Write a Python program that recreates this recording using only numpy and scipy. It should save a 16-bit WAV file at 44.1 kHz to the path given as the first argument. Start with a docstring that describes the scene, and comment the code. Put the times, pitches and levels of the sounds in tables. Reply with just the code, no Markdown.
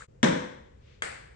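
"""A light hard plastic ball in a bare garage, over a steady low rumble of coloured noise.
First an earlier bounce still rings, with two small ticks, and the level dips briefly. Then the ball cracks
against a wooden wall: short modes and noise snaps, panel modes booming on, a hollow hum swelling in the boom.
A shoe scuffs faintly (a noise swell), then the ball clicks on the concrete floor: short modes and a snap.
After each blow the room rings as stereo noise that dies band by band."""
import sys
import numpy as np
from scipy import signal
from scipy.fft import rfft, irfft
from scipy.io import wavfile

SR = 44100
rng = np.random.default_rng(int(sys.argv[2]) if len(sys.argv) > 2 else 0)


def master_out(mix):
    """Clip the mix to full scale and print it as 16-bit PCM to the path in sys.argv[1]."""
    frames = np.transpose(np.atleast_2d(mix))
    ceiling = np.clip(frames, -1, 1)
    pcm = np.round(ceiling * 32767).astype(np.int16)
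    wavfile.write(sys.argv[1], SR, pcm)


N = 59535
TIME = np.arange(N) / SR  # s
RIGHT_DB = -3  # right microphone against left, for the direct crack and the thump


def from_db(db):
    """Decibels to gain."""
    return 10 ** (np.asarray(db) / 20)


def at_hz(points, hz, axis=1):
    """Read a column of a table on a log-frequency axis."""
    table = np.array(points)
    return np.interp(np.log(hz), np.log(table[:, 0]), table[:, axis])


def struck(start, rise, t60):
    """Envelope of a blow: an exponential rise (time constant, s) and a decay of 60 dB in t60 (s)."""
    age = np.maximum(TIME - start, 0)
    return (1 - np.exp(-age / rise)) * np.exp(-np.log(1000) * age / t60)


def mode(start, hz, rise, t60):
    """One struck resonance: a sine that dies away."""
    return struck(start, rise, t60) * np.sin(2 * np.pi * hz * (TIME - start))


def flexing(start, hz, rise, t60):
    """A mode of the heavy panel, which starts to move gently: the rise acts twice."""
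    return mode(start, hz, rise, t60) * (1 - np.exp(-np.maximum(TIME - start, 0) / rise))


def diffuse(spectrum, envelope):
    """Coloured stereo noise of rms 1, split into half-octave bands, each then under envelope(Hz)."""
    # diffuse sound at the two microphones: [f/Hz, correlation -1 to 1, left minus right level/dB]
    mics = [(60, .88, 1), (150, .85, 0), (300, 0.57, 3), (580, -0.89, 0.5), (1100, -0.37, 3),
            (2000, 0.27, 4), (3500, 0, 6), (9000, 0, 7)]
    hz = np.maximum(np.arange(N // 2 + 1) * SR / N, 1)
    sign = np.array([[1], [-1]])  # left, right
    mid, side = rfft(rng.standard_normal((2, N)))
    alike = np.clip(at_hz(mics, hz), -1, 1)
    pair = np.sqrt(1 + alike) * mid + np.sqrt(1 - alike) * side * sign
    balance = sign * at_hz(mics, hz, axis=2) / 2
    noise = pair * from_db(at_hz(spectrum, hz) + balance)
    centres = 60 * 2 ** (np.arange(16) / 2)  # Hz
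    total = np.zeros((2, N))
    for centre, peak in zip(centres, np.eye(len(centres))):
        # neighbouring bands crossfade, so that the shares add up to 1
        share = np.interp(np.log(hz), np.log(centres), peak)
        total += irfft(noise * share, N) * envelope(centre)
    return total / np.std(irfft(noise, N))


def room_ring(start, spectrum):
    """The garage's reverberation arrives just after a blow, each band dying at its own rate."""
    # decay of the room: [f/Hz, t60/s]
    room_t60 = [(100, 0.74), (280, 0.6), (550, 0.64), (1000, 0.71), (1500, 0.64), (2100, 0.72),
                (2800, 0.66), (4000, 0.66), (8000, 0.54), (11000, .42)]
    delay, rise = 0.0016, 0.0034  # s
    return diffuse(spectrum, lambda hz: struck(start + delay, rise, at_hz(room_t60, hz)))


def snap(start, db, spectrum):
    """A few milliseconds of dense crackle as a surface is struck."""
    rise, t60 = 0.0016, 0.014  # s
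    return from_db(db) * diffuse(spectrum, lambda hz: struck(start, rise, t60))


def tap(start, db, hz):
    """A small snap with one broad spectral peak."""
    spread = 1.7  # ratio of edge frequency to centre
    return snap(start, db, [(hz / spread, -24), (hz, 0), (hz * spread, -30), (SR / 2, -60)])


def contact(start, db, lag, modes):
    """A short crack of the ball, first at the left microphone, followed by its early reflections."""
    # early reflections: [delay/s, left level/dB, right level/dB]
    echoes = [(.0011, -6.5, -8), (.0063, -15.5, -20), (.0158, -18, -18.5)]
    rise = 0.0016  # s
    crack = np.zeros(N)
    for k, (hz, level, t60) in enumerate(modes):
        # every other mode starts downwards
        crack += (-1) ** k * from_db(db + level) * mode(start, hz, rise, t60)

    def late(delay):
        """The crack delayed by a travel time (s)."""
        return np.interp(TIME - delay, TIME, crack)

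    heard = np.array([crack, from_db(RIGHT_DB) * late(lag)])
    for delay, left, right in echoes:
        heard += np.array([from_db(left) * late(delay), from_db(right) * late(delay + lag)])
    return heard


def rumble():
    """Steady low background noise."""
    # colour of the rumble: [f/Hz, relative level per Hz/dB]
    rumble_colour = [(30, -16.5), (60, 2.5), (80, 0), (100, -7), (120, -1.5), (200, -15.5), (330, -20),
                     (500, -10.5), (750, -27), (1800, -35.5), (2700, -39), (4000, -45.5), (7500, -43.5),
                     (9500, -62)]
    return from_db(-54.5) * diffuse(rumble_colour, lambda hz: 1)


def shoe_scuff():
    """One soft scuff of a shoe: noise under a bell-shaped swell."""
    # colour of the scuff: [f/Hz, relative level per Hz/dB]
    scuff_colour = [(300, -16), (1000, -0.5), (2200, 5.5), (3600, 2.5), (6500, -8.5), (10000, -40.5)]
    centre, width = 0.912, 0.091  # s
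    swell = np.exp(-((TIME - centre) / width) ** 2)
    return from_db(-63.5) * diffuse(scuff_colour, lambda hz: swell)


def earlier_bounce():
    """The room still rings from a bounce before the start, with two small ticks; it ends in the dip."""
    # small far ticks: [t/s, level/dB, centre f/Hz]
    tick_rows = [(0.0072, -29.5, 1330), (0.0210, -28.5, 1610)]
    # colour of the old ring: [f/Hz, relative level per Hz/dB]
    old_ring = [(80, -11), (300, -22), (500, 7.5), (750, -6), (1150, 2), (1550, 3), (2800, -9),
                (4700, -10.5), (5800, -14.5), (7000, -3), (8400, -6), (9300, -20), (11000, -26)]
    bounce, end = -0.045, 0.069  # s
    ticks = sum(tap(*row) for row in tick_rows)
    ring = from_db(-44) * room_ring(bounce, old_ring)
    return (ticks + ring) * (TIME < end)


def floor_hit():
    """Concrete does not give: only the ball's click and the room."""
    # the ball meets the floor: [t/s, level/dB, lag of the right microphone/s]
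    floor_blow = (1.0213, -10.5, 0.00019)
    # modes of the click: [f/Hz, level relative to the blow/dB, t60/s]
    click_modes = [(481, -7, .008), (1316, -0.5, 0.0086), (1590, 2, 0.0081), (2130, 0, 0.013),
                   (3236, -3.5, 0.015), (4530, -12.5, 0.0057), (6604, -8, 0.009), (7870, -13.5, 0.01)]
    # colours of the snap and of the room's ring: [f/Hz, relative level per Hz/dB]
    snap_colour = [(100, -27), (300, -11), (1000, -8), (2000, 5), (3300, -5), (5500, -18.5), (8500, -3),
                   (10500, -35.5)]
    ring_colour = [(80, -17), (300, -6.5), (600, 3), (1000, -3.5), (1500, 2), (2000, 2.5), (2800, -7.5),
                   (3900, -13.5), (4600, -11), (5800, -18.5), (8400, -8), (9200, -24.5), (10200, -17.5),
                   (11000, -57)]
    start = floor_blow[0]
    click = contact(*floor_blow, click_modes) + snap(start, -21.5, snap_colour)
    return click + from_db(-32.5) * room_ring(start, ring_colour)


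def panel_rattle(start):
    """The panel rattles in small taps just after the crack."""
    # rattles: [delay/s, level/dB, centre f/Hz]
    rattles = [(.0065, -16.5, 2130), (.0082, -14.5, 3300), (0.0138, -18.5, 5800), (0.0153, -18, 1550)]
    return sum(tap(start + delay, db, hz) for delay, db, hz in rattles)


def panel_boom(start):
    """The panel flexes with a short thump and booms on in its slow modes; a hollow hum swells late."""
    # modes of the panel and the air before it: [f/Hz, left level/dB, t60/s, right minus left level/dB]
    panel_modes = [(117.4, -45.5, 0.93, 2.5), (154.6, -30, 0.48, 3), (182.45, -18.5, .44, -1),
                   (215.6, -28, 0.66, 3), (227.6, -33, .3, -6), (274, -21, 0.6, -19), (324.7, -30.5, .6, 3),
                   (371.2, -33, 0.81, -12), (465.8, -38, 0.9, -9), (546, -37, 0.5, -0.5),
                   (597.4, -37, 0.35, -1)]
    flex = start + 0.0008  # s
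    thump_gain = from_db([[12.5], [12.5 + RIGHT_DB]])
    boom = thump_gain * flexing(flex, hz=231, rise=0.0096, t60=0.042)
    for hz, level, t60, right in panel_modes:
        boom += from_db([[level], [level + right]]) * flexing(flex, hz, 0.004, t60)
    hum = from_db(-35) * mode(start=0.378, hz=503, rise=0.014, t60=0.47)
    return boom + hum


def wall_hit():
    """The ball cracks on the wooden wall; the panel rattles and booms, and the room rings."""
    # the ball meets the wall: [t/s, level/dB, lag of the right microphone/s]
    wall_blow = (0.2296, -6, .00006)
    # modes of the crack: [f/Hz, level relative to the blow/dB, t60/s]
    crack_modes = [(990, -16.5, 0.016), (1720, 1.5, 0.0091), (2250, -4, .012), (3220, 6.5, 0.0098),
                   (5870, -7, .014), (6450, -6, 0.0079), (7600, -13.5, .01)]
    # colours of the snap, the early noise and the room's ring: [f/Hz, relative level per Hz/dB]
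    snap_colour = [(100, -24), (500, -4.5), (1700, 3), (2600, -15.5), (3300, -2.5), (4400, -18),
                   (6500, -12.5), (8500, -16.5), (10500, -32.5)]
    early_colour = [(60, -33.5), (130, -12), (260, 14), (600, 2), (1200, -7), (1800, 3), (2700, -14),
                    (3500, -8), (4600, -22), (6000, -23), (8300, -28), (9500, -39)]
    ring_colour = [(50, -22.5), (100, -8), (200, 1), (380, -4.5), (560, 4.5), (720, -9), (1000, -4.5),
                   (1280, -12.5), (1550, -6.5), (2100, -11.5), (2800, -21.5), (3400, -15), (4700, -28.5),
                   (5800, -21.5), (6700, -27), (8300, -28), (9300, -47.5), (11000, -53)]
    start = wall_blow[0]
    crack = contact(*wall_blow, crack_modes) + snap(start, -10, snap_colour)
    early = from_db(-12.5) * diffuse(early_colour, lambda hz: struck(start, rise=0.005, t60=0.066))
    ring = from_db(-18) * room_ring(start, ring_colour)
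    return crack + panel_rattle(start) + panel_boom(start) + early + ring


def scene():
    """All sources at the two microphones."""
    return rumble() + shoe_scuff() + earlier_bounce() + floor_hit() + wall_hit()


def record(dry):
    """The level dips briefly near the start; a steep low-pass cuts the top."""
    # the dip: [t/s, level/dB], heard relative to the last row
    dip = [(.045, -2.5), (.06, -14), (.07, -25.5), (.085, -1.5)]
    level = np.interp(TIME, *np.transpose(dip)) - dip[-1][1]
    dipped = dry * from_db(level)
    # order 8, 0.3 dB ripple, 70 dB rejection, cutoff 11 kHz
    low_pass = signal.ellip(8, 0.3, 70, 11000, fs=SR, output="sos")
    return signal.sosfilt(low_pass, dipped)


dry = scene()
out = record(dry)
master_out(out)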